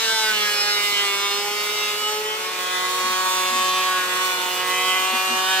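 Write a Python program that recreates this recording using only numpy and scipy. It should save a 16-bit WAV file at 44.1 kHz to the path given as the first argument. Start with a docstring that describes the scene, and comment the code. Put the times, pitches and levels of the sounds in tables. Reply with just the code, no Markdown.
"""A benchtop thickness planer cuts a board, heard first at the infeed: periodic knife strikes sum to a whine
that sags with the load, while as the board moves single harmonics howl or fade.
With it sound chips and air (noise modulated at the strike rate), motor tones, belt growl and an extractor hum.
From 2.125 s to 3 s this dissolves into the duller whine of the outfeed, where chips rush into the dust hose.
From about 3 s on the board knocks on the bed now and then: short swells of a low tone and band noise."""
import sys
import numpy as np
from scipy import signal
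from scipy.fft import rfft, irfft, next_fast_len
from scipy.io import wavfile
from scipy.ndimage import map_coordinates

SR = 44100
rng = np.random.default_rng(int(sys.argv[2]) if len(sys.argv) > 2 else 0)


def put_to_file(sound):
    """Save the sound as 16-bit audio at rate SR, in the file named by the first command-line argument."""
    columns = np.atleast_2d(sound).T  # one column per channel
    safe = np.clip(columns, -1, 1)
    whole_steps = np.round(safe * 32767)
    wavfile.write(sys.argv[1], SR, whole_steps.astype(np.int16))


N = 246959
TIME = np.arange(N) / SR
FRAME = 441  # samples between updates of the slowly varying levels
CYCLE = 1024  # points in one stored period of a waveform


def undb(db):
    """Logarithmic level: decibels to amplitude gain."""
    return 10 ** (np.asarray(db) / 20)


def curves(table, t=TIME):
    """Linear interpolation: the columns of a time table at times t, held at its ends."""
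    s, *columns = np.transpose(table)
    return [np.interp(t, s, column) for column in columns]


def spectrum(points, hz):
    """Spectral envelope: level in dB interpolated over the logarithm of frequency."""
    f, db = np.transpose(points)
    return np.interp(np.log(hz + 1), np.log(f), db)


def shape(x, gain):
    """Linear filtering: multiply the spectrum by a gain given as a function of frequency."""
    size = next_fast_len(N)
    f = np.arange(size // 2 + 1) * SR / size
    return irfft(rfft(x, size) * gain(f), size)[..., :N]


def unit(x):
    """Normalization to an rms of 1."""
    return x / np.sqrt(np.mean(x ** 2))


def resonance(x, hz, width_hz):
    """Resonance: a steep band-pass about one frequency, scaled to rms 1."""
    return unit(shape(x, lambda f: 1 / (1 + ((f * f - hz * hz) / (f * width_hz + 1)) ** 2)))


def walks(t, rate, count):
    """Slow random modulation: smooth independent walks of spread 1, one column each, rate in knots per s."""
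    knots = rng.standard_normal((512, count))
    place = t[:, None] * rate + rng.random(count)
    k, turn = place.astype(int), place % 1 * np.pi / 2
    column = np.arange(count)
    before = knots[k % len(knots), column]
    after = knots[(k + 1) % len(knots), column]
    return before * np.cos(turn) + after * np.sin(turn)  # keeps the spread constant


def ports(mid, side, wide_hz=1600, lag_ms=0.059):
    """Spatial coherence: two microphones agree in the low middle, not in rumble or treble; the left leads."""
    def apart(f):
        rumble = .62 / (1 + (f / 100) ** 4)
        return np.pi / 4 * (f / (f + wide_hz) + rumble)

    mid = shape(mid, lambda f: np.cos(apart(f)))
    side = shape(side, lambda f: np.sin(apart(f)))
    left = shape(mid + side, lambda f: np.exp(2j * np.pi * f * lag_ms / 10 ** 3))
    return np.array([left, mid - side])


def rotation(speed, flutter):
    """Phase integration: running count of knife passes; the speed flutters with the grain of the wood."""
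    unsteady = 1 + flutter * walks(TIME, 45, count=1)[:, 0]
    return np.cumsum(curves(speed)[0] * unsteady) / SR


def chatter(turns, jitter):
    """Phase jitter (in passes): knives meet the wood early or late, which roughens the upper harmonics."""
    k = np.arange(int(turns[-1]) + 2)
    return turns + np.interp(turns, k, jitter * rng.standard_normal(len(k)))


def bite(turns, uneven, rough):
    """Amplitude modulation per strike: the two knives differ a little, and so does the wood under each."""
    k = np.arange(int(turns[-1]) + 2)
    strength = 1 + uneven * (-1.) ** k + rough * rng.standard_normal(len(k))
    return np.interp(turns, k, strength)


# Resonances of the moving board that build up and let go again, lifting the harmonics near them:
# (peak time [s], build [s], release [s], frequency [Hz], lift [dB])
HOWLS = [(0.02, 0.05, 0.12, 3825.0, 5.5), (0.05, .06, 0.052, 2915, 6), (0.06, 0.4, 0.15, 3595, 9.5),
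         (0.1, 0.055, 0.11, 1560, 10), (0.14, 0.31, 0.45, 1775.0, 7), (0.16, 0.037, 0.071, 2215, 5),
         (0.18, 0.092, 0.16, 883.0, 12.5), (0.22, 0.52, 0.045, 2849.0, 8), (0.26, 0.42, 0.05, 653.0, 8),
         (0.3, 0.26, 0.06, 1510, 18), (0.38, 0.12, 0.2, 3585.0, 8.5), (0.4, 0.17, 0.11, 210.0, 12),
         (0.42, 0.05, 0.22, 5665.0, 4), (0.45, .05, .05, 3345, 2), (0.52, 0.069, .06, 4150, 3),
         (0.54, 0.16, 0.22, 1663.0, 9.5), (0.58, 0.059, 0.1, 2486.0, 9), (0.6, 0.06, 0.21, 5180.0, 13),
         (0.62, 0.13, 0.15, 4351.0, 10), (0.62, .1, 0.059, 1243, 2), (0.66, 0.082, 0.09, 828, 8.5),
         (0.76, 0.055, .06, 3930, 10.5), (0.74, 0.2, 0.077, 1449.0, 7), (0.84, 0.22, 0.13, 2055.0, 9.5),
         (0.96, 0.059, 0.072, 3050, 8), (0.98, .12, .12, 1825, 4), (1.0, 0.048, 0.09, 3240.0, 9),
         (1.05, 0.25, 0.18, 7850.0, 15), (1.25, 0.051, 0.067, 3220, 6), (1.26, 0.35, 0.25, 1007.0, 7),
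         (1.34, 0.09, 0.16, 6071.0, 6), (1.35, 0.053, .06, 4252, 5), (1.38, 0.28, 0.45, 410, 3),
         (1.46, 0.061, 0.052, 821.0, 11), (1.65, 0.055, 0.065, 3330, 6), (1.7, .15, 0.16, 2500, 1),
         (1.76, .15, .1, 2925, 2), (1.78, 0.16, 0.087, 4821.0, 5), (1.78, 0.21, 0.14, 5659.0, 11.5),
         (1.85, 0.071, .07, 2718, 6), (1.85, .09, .08, 3972, 5.5), (1.85, .3, .3, 2095, 2.5),
         (1.9, .08, 0.099, 3550, 8), (2.0, .1, .1, 4420, 7), (2.06, 0.042, 0.054, 2961.0, 11.5),
         (2.06, 0.097, 0.13, 1269.0, 5.5), (2.1, 0.05, 0.23, 849.0, 8.5), (2.14, 0.097, 0.47, 5968.0, 7),
         (2.18, 0.076, 0.29, 428.0, 6), (2.8, 0.13, 0.11, 2015.0, 8), (2.9, 0.14, 0.05, 6978.0, 9),
         (2.98, 0.22, 0.047, 3862.0, 9), (2.95, 0.16, 0.16, 3125, 6.5), (3.1, 0.13, 0.18, 3325.0, 4.5),
         (3.16, 0.16, .17, 1660, 5), (3.3, .5, .5, 555, 3), (3.18, 0.05, 0.45, 5909.0, 6),
         (3.26, 0.036, 0.45, 925.0, 6), (3.42, 0.09, 0.097, 2769.0, 7.5), (3.5, 0.15, 0.044, 2215.0, 10),
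         (3.68, 0.16, 0.21, 3143.0, 7.5), (3.8, 0.24, 0.088, 2590.0, 5), (3.86, 0.057, 0.052, 3888, 9),
         (3.9, .13, 0.069, 2035, 3), (2.9, 0.17, 0.27, 1120, 2.5), (3.92, 0.61, 0.08, 1109.0, 6),
         (3.95, .15, .15, 1665, 3.5), (3.96, 0.064, 0.069, 1470.0, 8.0), (4.02, 0.13, 0.09, 3845.0, 10),
         (4.27, 0.057, 0.038, 1105, 4.5), (4.28, 0.068, .1, 1472, 4.5), (4.33, 0.089, 0.065, 2375, 4),
         (4.44, 0.062, .06, 910, 7.5), (4.5, 0.34, 0.13, 2920.0, 6), (4.8, 0.08, 0.1, 3870, 11.5),
         (4.92, 0.27, .25, 2050, 3), (4.9, 0.48, 0.1, 2959.0, 5.5), (4.97, 0.19, 0.11, 3157.0, 6),
         (5.15, 0.21, 0.2, 2420.0, 6), (5.22, 0.23, 0.27, 2801.0, 11.5), (5.4, 0.057, 0.16, 2997.0, 8),
         (5.42, 0.64, 0.68, 750.0, 5.5), (5.5, 0.38, 0.099, 943.0, 6.5), (5.55, 0.089, 0.07, 1693.0, 5),
         (5.55, 0.14, 0.16, 1500, 4.5)]
# Moments when harmonics near one frequency fade and return; a negative depth makes them swell instead:
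# (extreme time [s], onset [s], return [s], frequency [Hz], depth [dB])
FADES = [(0.05, .08, .1, 3140, 5), (0.18, 0.23, 0.13, 2460, 5), (0.22, 0.091, .07, 4300, 2),
         (0.25, .06, .06, 4180, 3), (0.35, 0.039, .04, 1275, 3), (0.42, 0.14, .06, 3200, 6),
         (0.46, 0.05, 0.25, 2700, 9), (0.47, 0.06, 0.23, 3753.0, 16), (0.7, 0.066, 0.07, 2277, 9),
         (0.86, 0.18, 0.05, 3400, -6), (1.0, 0.33, 0.35, 4420, 6.5), (1.15, .1, 0.17, 2005, 3),
         (1.2, .15, .08, 3810, 7), (1.34, 0.3, 0.097, 3930, 11.0), (1.46, 0.049, 0.13, 3720, 9),
         (1.55, 0.15, 0.3, 4130, 14.0), (2.12, 0.34, 0.21, 3177, 10), (2.26, 0.45, 0.15, 3900, 14),
         (2.27, .08, .15, 2365, 8), (3.18, 0.21, 0.05, 3500, 21), (3.3, 0.21, 0.13, 2036.0, 9),
         (3.34, 0.05, 0.49, 4160, 18), (3.82, 0.35, 0.05, 1470, 15), (3.86, 0.066, 0.1, 3518.0, 10),
         (3.94, 0.53, 0.074, 1842.0, 2), (3.96, 0.049, 0.088, 925, 7), (4.06, 0.06, 0.13, 732, 8),
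         (4.25, 0.065, 0.066, 3153, 5), (4.1, 0.07, 0.09, 1092, 1), (4.44, 0.12, 0.15, 1100, 5),
         (4.8, 0.16, 0.25, 1470, 8), (4.86, 0.061, 0.044, 2790, 13), (4.86, 0.1, 0.15, 1658, 13),
         (4.86, 0.076, 0.45, 1820, 17), (4.86, 0.2, 0.25, 3480, 9), (5.06, 0.05, 0.36, 1500, 3.5),
         (5.25, .05, .05, 3080, 8.5), (5.3, 0.12, 0.05, 2270, 9), (5.42, 0.12, 0.12, 2670, 21),
         (5.46, 0.056, 0.25, 2035, 25), (5.56, 0.091, .1, 3385, 6), (5.58, 0.11, .1, 1129, 7)]


def howls(t, f, width_hz=77):
    """Resonant gain and selective fading: change in dB of harmonics at frequencies f (times x harmonics)."""
    lift = 0
    for table, sign in ((HOWLS, 1), (FADES, -1)):
        for s, build, release, hz, db in table:
            swell = np.exp(-((t - s) / np.where(t < s, build, release)) ** 2)
            nearness = 1 / (1 + ((f - hz) / width_hz) ** 2) ** 2
            lift = lift + sign * db * swell[:, None] * nearness
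    return lift


def harmonics(t, f, cut, strike, treble, whine_db, patchy_db, flicker_db,
              patchy_rate=5, flicker_rate=30, low_share=0.54):
    """Fourier series: each harmonic's level in dB at times t, from strike shape, cut and random unrest."""
    low_hz, treble_hz = 1650, 3410  # lower harmonics follow the cut less; above treble_hz the treble level rules
    middle_db, treble_db = curves(cut, t)
    _, usual_db, usual_treble_db = np.mean(cut, axis=0)
    order = np.arange(1, len(f) + 1)
    k, strike_db = np.transpose(strike)
    shape_db = np.where(order <= len(k), np.interp(order, k, strike_db), spectrum(treble, f))
    top = (f > treble_hz).astype(float)
    middle = np.clip(f / low_hz, 0, 1) ** 2 * (1 - top)
    db = shape_db + usual_db + whine_db
    db = db + np.outer(middle_db - usual_db, middle) + np.outer(treble_db - usual_treble_db, top)
    # the moving board shifts the standing waves, so harmonics come and go, the low ones less
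    unrest = patchy_db * walks(t, patchy_rate, count=len(f))
    unrest = unrest + flicker_db * walks(t, flicker_rate, count=len(f))
    return db + np.interp(f, (low_hz * 2 / 3, low_hz), (low_share, 1)) * unrest


def ringing(db):
    """Minimum phase: the phases, from the cepstrum, of a sharp blow followed by the ring of its resonances."""
    cepstrum = irfft(np.pad(db, ((0, 0), (1, 0)), mode="edge") * np.log(10) / 20)
    cepstrum[:, cepstrum.shape[1] // 2:] = 0
    return 2 * rfft(cepstrum).imag[:, 1:]


def knives(turns, speed, cut, strike, treble, whine_db, smear, patchy_db, flicker_db, spread, lag_ms,
           pan_db=-1.6, direct=0.97):
    """Periodic excitation: one strike per knife pass, summed from 80 harmonics for each microphone."""
    t = np.arange(N // FRAME + 2) * FRAME / SR
    hz = np.outer(curves(speed, t)[0], np.arange(1, 81))
    f = np.mean(hz, axis=0)
    lift_db = howls(t, hz)
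    db = harmonics(t, f, cut, strike, treble, whine_db, patchy_db, flicker_db) + lift_db
    # reflections scatter the phases (smear in radians) and so spread the strike in time
    phase = ringing(db) + smear * walks(t, 1.271, count=len(f))
    # they reach each microphone differently; howling harmonics arrive more directly
    diffuse = spread * f / (f + 750) * undb(-direct * np.maximum(lift_db, 0))
    level_walk = 0.47 * walks(t, 3.426, count=len(f))
    phase_walk = walks(t, 3.525, count=len(f))
    pan = np.log(undb(pan_db / 2)) * np.clip(f / 2000, 0, 1)
    lead = np.pi * f * lag_ms / 10 ** 3
    between = diffuse * (level_walk + 1j * phase_walk) + pan + 1j * lead  # half the log ratio, left to right
    balance = np.sqrt(np.cosh(2 * between.real))  # keeps the summed power of the two sides
    out = []
    for sign in (1, -1):
        partials = undb(db) * np.exp(1j * phase + sign * between) / balance
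        cycle = irfft(np.pad(partials, ((0, 0), (1, 0))), CYCLE) * CYCLE / np.sqrt(2)
        place = [np.arange(N) / FRAME, turns % 1 * CYCLE]
        out.append(map_coordinates(cycle, place, order=1, mode="grid-wrap"))
    return np.array(out)


def tumble(x, depth_db, rate=32, per_octave=4.06, knee_hz=600):
    """Band-wise modulation: chips tumble in clumps of many sizes, so the middle bands flare separately."""
    f, t, z = signal.stft(x, SR, nperseg=512)
    bands = per_octave * np.log2(1 + f / knee_hz)
    band, frame = np.meshgrid(bands, np.arange(len(t)), indexing="ij")
    flare = map_coordinates(walks(t, rate, count=24), [frame, band], order=1, mode="nearest")
    middle = f / (f + knee_hz) / (1 + (f / 7000) ** 2)
    return signal.istft(z * undb(depth_db * flare * middle[:, None]), SR)[1][..., :N]


def chips(turns, flow, colour, burst, tick_db, pan_db, tumble_db, surge_db=1.3):
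    """Modulated noise: knives tear off bursts of chips that tick on the hood; the air rasps in step."""
    chip_db, air_db = curves(flow)
    passing = turns % 1
    gate = unit(1 + burst * np.exp(-passing / 0.15))
    # random impacts, on average 900 per s, whose power dies away in 0.42 ms
    ticks = (rng.random(N) < 900 / SR) * undb(1.4 * np.minimum(rng.exponential(size=N), 5))
    scatter = signal.lfilter([1], [1, -np.exp(-1 / (0.00042 * SR))], ticks ** 2)
    grain = unit(np.sqrt(gate ** 2 + undb(tick_db) ** 2 * scatter / np.mean(scatter)))
    grain = grain * undb(surge_db * walks(TIME, 21.74, count=1)[:, 0])
    rasp = unit(1 + 1.2 * np.exp(-passing / 0.36))  # the air swells as each knife passes

    def tone(f):
        return undb(spectrum(colour, f))

    def treble_share(f):
        return f ** 2 / (f ** 2 + 2200 ** 2)

    hiss = ports(*(rng.standard_normal((2, N)) * grain))
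    hiss = shape(hiss, lambda f: tone(f) * np.sqrt(treble_share(f)))
    air = ports(*(rng.standard_normal((2, N)) * rasp))
    air = shape(air, lambda f: tone(f) * np.sqrt(1 - treble_share(f)))
    pan = undb(np.array([[pan_db], [-pan_db]]) / 2)
    return tumble(unit(hiss) * undb(chip_db) * pan + unit(air) * undb(air_db), tumble_db)


# Tone of the motor shaft: (time [s], level [dB])
MOTOR = [(0, -63), (.55, -43), (.95, -58), (2.2, -45.5), (3.0, -42), (3.4, -66), (4.1, -44.5), (4.55, -44),
         (4.85, -38.5), (5.2, -57)]
# Fainter tones of fan and drive: (multiple of the strike rate [1], infeed level [dB], outfeed level [dB])
DRIVE = [(1.846, -53, -63), (4.55, -55, -60), (4.77, -62, -53), (5.2, -70, -51), (6.765, -48, -49.5),
         (9.42, -73, -55), (13.66, -62, -52), (29.74, -54.5, -64)]


def motor(turns, side, shaft_ratio=2.612, waver_db=1.0):
    """Fixed transmission ratio: the belt ties motor and fan to the cutter block, so their tones sag with it."""
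    frames = TIME[::FRAME]
    waver = walks(frames, 4.82, count=len(DRIVE)).T
    tones = np.sin(2 * np.pi * shaft_ratio * turns) * undb(curves(MOTOR)[0])
    for row, wander in zip(DRIVE, waver):
        level = np.interp(TIME, frames, undb(row[side] + waver_db * wander))  # column 1 infeed, 2 outfeed
        tones = tones + np.sin(2 * np.pi * row[0] * turns) * level
    return np.sqrt(2) * tones


def belt(turns, db, passes=5, low_hz=750, high_hz=3600):
    """Subharmonic periodicity: clatter repeating every 5 passes growls in close lines between the harmonics."""
    place = [turns / passes % 1 * CYCLE]
    clatter = [map_coordinates(c, place, order=1, mode="grid-wrap") for c in rng.standard_normal((2, CYCLE))]

    def band(f):
        return (f / low_hz) ** 2 / np.sqrt((1 + (f / low_hz) ** 4) * (1 + (f / high_hz) ** 6))

    return unit(shape(ports(*clatter), band)) * undb(db)


# Speed of the cutter block, sagging with the load: (time [s], strike rate [Hz])
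INFEED_SPEED = [(0.0, 225.4), (0.18, 220.9), (0.291, 216.5), (0.39, 210.1), (0.58, 207), (0.73, 207.1),
                (0.99, 203.1), (1.08, 200.4), (1.13, 199.9), (1.36, 202.8), (1.53, 206.9), (1.79, 209.2),
                (1.94, 208.9), (2.36, 216.6), (2.45, 218.9)]
# Course of the whine's level: (time [s], relative middle level [dB], relative treble level [dB])
INFEED_CUT = [(0.02, -26, -27), (0.2, -26.5, -25), (0.35, -22, -29), (0.47, -21.5, -29), (0.6, -28, -27.5),
              (0.78, -23.5, -27.5), (0.921, -26, -29), (1.05, -22.5, -27.5), (1.3, -25.5, -28.5),
              (1.49, -30.5, -31), (1.6, -25, -29.5), (1.72, -27.5, -33), (1.86, -25.5, -30),
              (1.972, -30.5, -33), (2.08, -29, -30.5), (2.25, -27, -37), (2.45, -27.5, -34)]
# Shape of a knife strike: (harmonic number [1], relative level [dB])
INFEED_SHAPE = [(1, -22), (2, 0.5), (3, -12), (4, -4.5), (5, -5), (6, 2.5), (7, -4), (8, -4), (9, -3.5),
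                (10, 1.5), (11, 2.5), (12, -1.5), (13, -1.5), (14, 2.5), (15, 2), (16, -1.5), (17, -2),
                (18, 1.5), (19, -1.5), (20, -3.5), (21, -4), (22, -3), (23, -5), (24, -5.5), (25, -4.5),
                (26, -5), (27, -9), (28, -6.5)]
# The strike's treble above those harmonics: (frequency [Hz], relative level [dB])
INFEED_TREBLE = [(6000, -11), (7000, -10.5), (8500, -13), (10000, -19), (12300, -18.5), (13500, -22),
                 (15000, -29)]
# Hiss of the chips and rush of the air: (time [s], chip level [dB], air level [dB])
INFEED_FLOW = [(0, -37.5, -33), (.3, -31, -31.5), (.6, -36, -31.5), (.9, -31.5, -31.5), (1.3, -34.5, -33.5),
               (1.8, -32.5, -32.5), (2.2, -34.5, -33)]
# Colour of the noise between the harmonics: (frequency [Hz], relative spectral density [dB])
INFEED_NOISE = [(30, -31), (60, -19.5), (100, -14.5), (160, -15), (250, -7), (340, -7.5), (700, -5),
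                (1100, 1), (1600, -1), (2600, 1), (3700, 4), (4800, 3), (6500, 3), (8300, 4), (10300, -4.5),
                (11400, -1), (12200, 3.5), (13200, -1.5), (14200, 1), (15500, -5.5)]


def infeed():
    """Direct radiation: at the front the strikes come straight out of the slot."""
    turns = rotation(INFEED_SPEED, flutter=0.001444)
    whine = knives(chatter(turns, jitter=0.00048), INFEED_SPEED, INFEED_CUT, INFEED_SHAPE, INFEED_TREBLE,
                   whine_db=-11.5, smear=0.68, patchy_db=0.9, flicker_db=2.5, spread=0.88, lag_ms=0.072)
    whine = whine * bite(turns, uneven=0.013, rough=0.072)
    hiss = chips(turns, INFEED_FLOW, INFEED_NOISE, burst=1.5, tick_db=-20, pan_db=-2.0, tumble_db=2.5)
    return whine + motor(turns, side=1) + belt(turns, db=-44) + hiss


def extractor(hz=145.0, db=-65, waver_db=2.0):
    """Pure tone: the dust extractor hums at a steady pitch while its level wavers slowly."""
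    level = undb(db + waver_db * walks(TIME, 4.6, count=1)[:, 0])
    return np.sqrt(2) * np.sin(2 * np.pi * hz * TIME) * level


# Speed of the cutter block under load: (time [s], strike rate [Hz])
OUTFEED_SPEED = [(2.5, 183.4), (2.62, 182.3), (3.329, 184.9), (3.44, 184.4), (3.87, 185.3), (4.1, 182.3),
                 (4.24, 184.7), (4.39, 181.6), (4.85, 184.3), (5.13, 187.1), (5.24, 186.8), (5.44, 187.1),
                 (5.52, 188.5), (5.6, 188)]
# Course of the whine's level: (time [s], relative middle level [dB], relative treble level [dB])
OUTFEED_CUT = [(2.5, -26, -29.5), (2.661, -26, -28.5), (2.75, -25, -26.5), (2.92, -29, -28.5),
               (3.15, -26, -27.5), (3.44, -27, -27), (3.7, -27, -27.5), (3.9, -27, -29), (4.12, -26, -32),
               (4.26, -26.5, -29), (4.4, -29, -33), (4.55, -29.5, -32.5), (4.88, -20.5, -32),
               (5.06, -25.5, -31), (5.3, -26.5, -29.5), (5.42, -26, -28.5), (5.56, -21, -26)]
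# Shape of a knife strike: (harmonic number [1], relative level [dB])
OUTFEED_SHAPE = [(1, -27), (2, -8.5), (3, -12), (4, -8), (5, -8), (6, 2.5), (7, -9), (8, -5), (9, -7.5),
                 (10, -7.5), (11, -4.5), (12, -13.5), (13, -7), (14, -7), (15, -9), (16, -8), (17, -8),
                 (18, -7.5), (19, -4), (20, -8.5), (21, -16.5), (22, -10), (23, -10.5), (24, -16.5),
                 (25, -14), (26, -13.5), (27, -18), (28, -18)]
# The strike's treble above those harmonics: (frequency [Hz], relative level [dB])
OUTFEED_TREBLE = [(5300, -19), (5900, -15), (6400, -20), (7200, -16.5), (8500, -24), (10000, -22),
                  (15000, -30)]
# Hiss of the chips and rush of the air: (time [s], chip level [dB], air level [dB])
OUTFEED_FLOW = [(2.5, -31, -32), (3.0, -33, -31.5), (3.45, -32.3, -30.4), (3.9, -33, -31.5),
                (4.3, -31.8, -30.7), (4.65, -32, -31.2), (4.899, -31, -30.5), (5.6, -36, -31.5)]
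# Colour of the noise between the harmonics: (frequency [Hz], relative spectral density [dB])
OUTFEED_NOISE = [(30, -35), (60, -26), (100, -22), (160, -16), (250, -8.5), (600, -8), (950, -0.5),
                 (1600, -2.5), (2700, 0.5), (3800, 2.5), (5000, 0.5), (8000, 3.5), (10300, -3),
                 (12200, 0.5), (15500, -4)]


def outfeed():
    """Transmission loss: at the rear the hood muffles the strikes and the chips rush into the hose."""
    turns = rotation(OUTFEED_SPEED, flutter=0.00089)
    whine = knives(chatter(turns, jitter=0.00046), OUTFEED_SPEED, OUTFEED_CUT, OUTFEED_SHAPE, OUTFEED_TREBLE,
                   whine_db=-4.5, smear=1.05, patchy_db=0.87, flicker_db=1.96, spread=0.91, lag_ms=0.046)
    whine = whine * bite(turns, uneven=0.019, rough=0.066)
    hiss = chips(turns, OUTFEED_FLOW, OUTFEED_NOISE, burst=0.55, tick_db=-11, pan_db=-4.5, tumble_db=3.0)
    return whine + motor(turns, side=2) + belt(turns, db=-38) + hiss


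# Knocks of the board on the bed: (time [s], length [s], level [dB])
KNOCKS = [(3.05, .05, -46), (3.113, 0.056, -46), (3.545, 0.076, -43), (3.606, .05, -45),
          (5.146, 0.044, -35.5), (5.325, 0.066, -37.5)]


def knocks(hz=240, rattle_db=-3):
    """Bending vibration: the board shudders on the bed in a low mode with a short rattle above it."""
    swell = sum(undb(db) * np.exp(-(2 * (TIME - s) / length) ** 2) for s, length, db in KNOCKS)
    bending = np.sqrt(2) * np.sin(2 * np.pi * hz * TIME + 0.3 * walks(TIME, 50, count=1)[:, 0])
    rattle = undb(rattle_db) * resonance(rng.standard_normal(N), 380, width_hz=790)
    return swell * (bending + rattle)


def scene(start=2.125, end=3.0):
    """Superposition: the front dissolves linearly into the rear, so the level dips between them."""
    rear = np.clip((TIME - start) / (end - start), 0, 1)
    return (1 - rear) * infeed() + rear * outfeed() + extractor() + knocks()


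def record(dry):
    """Band limitation: a steep elliptic low-pass removes the sound above 15600 Hz."""
    return signal.sosfilt(signal.ellip(10, .2, 80, 15600, fs=SR, output="sos"), dry)


dry = scene()
out = record(dry)
put_to_file(out)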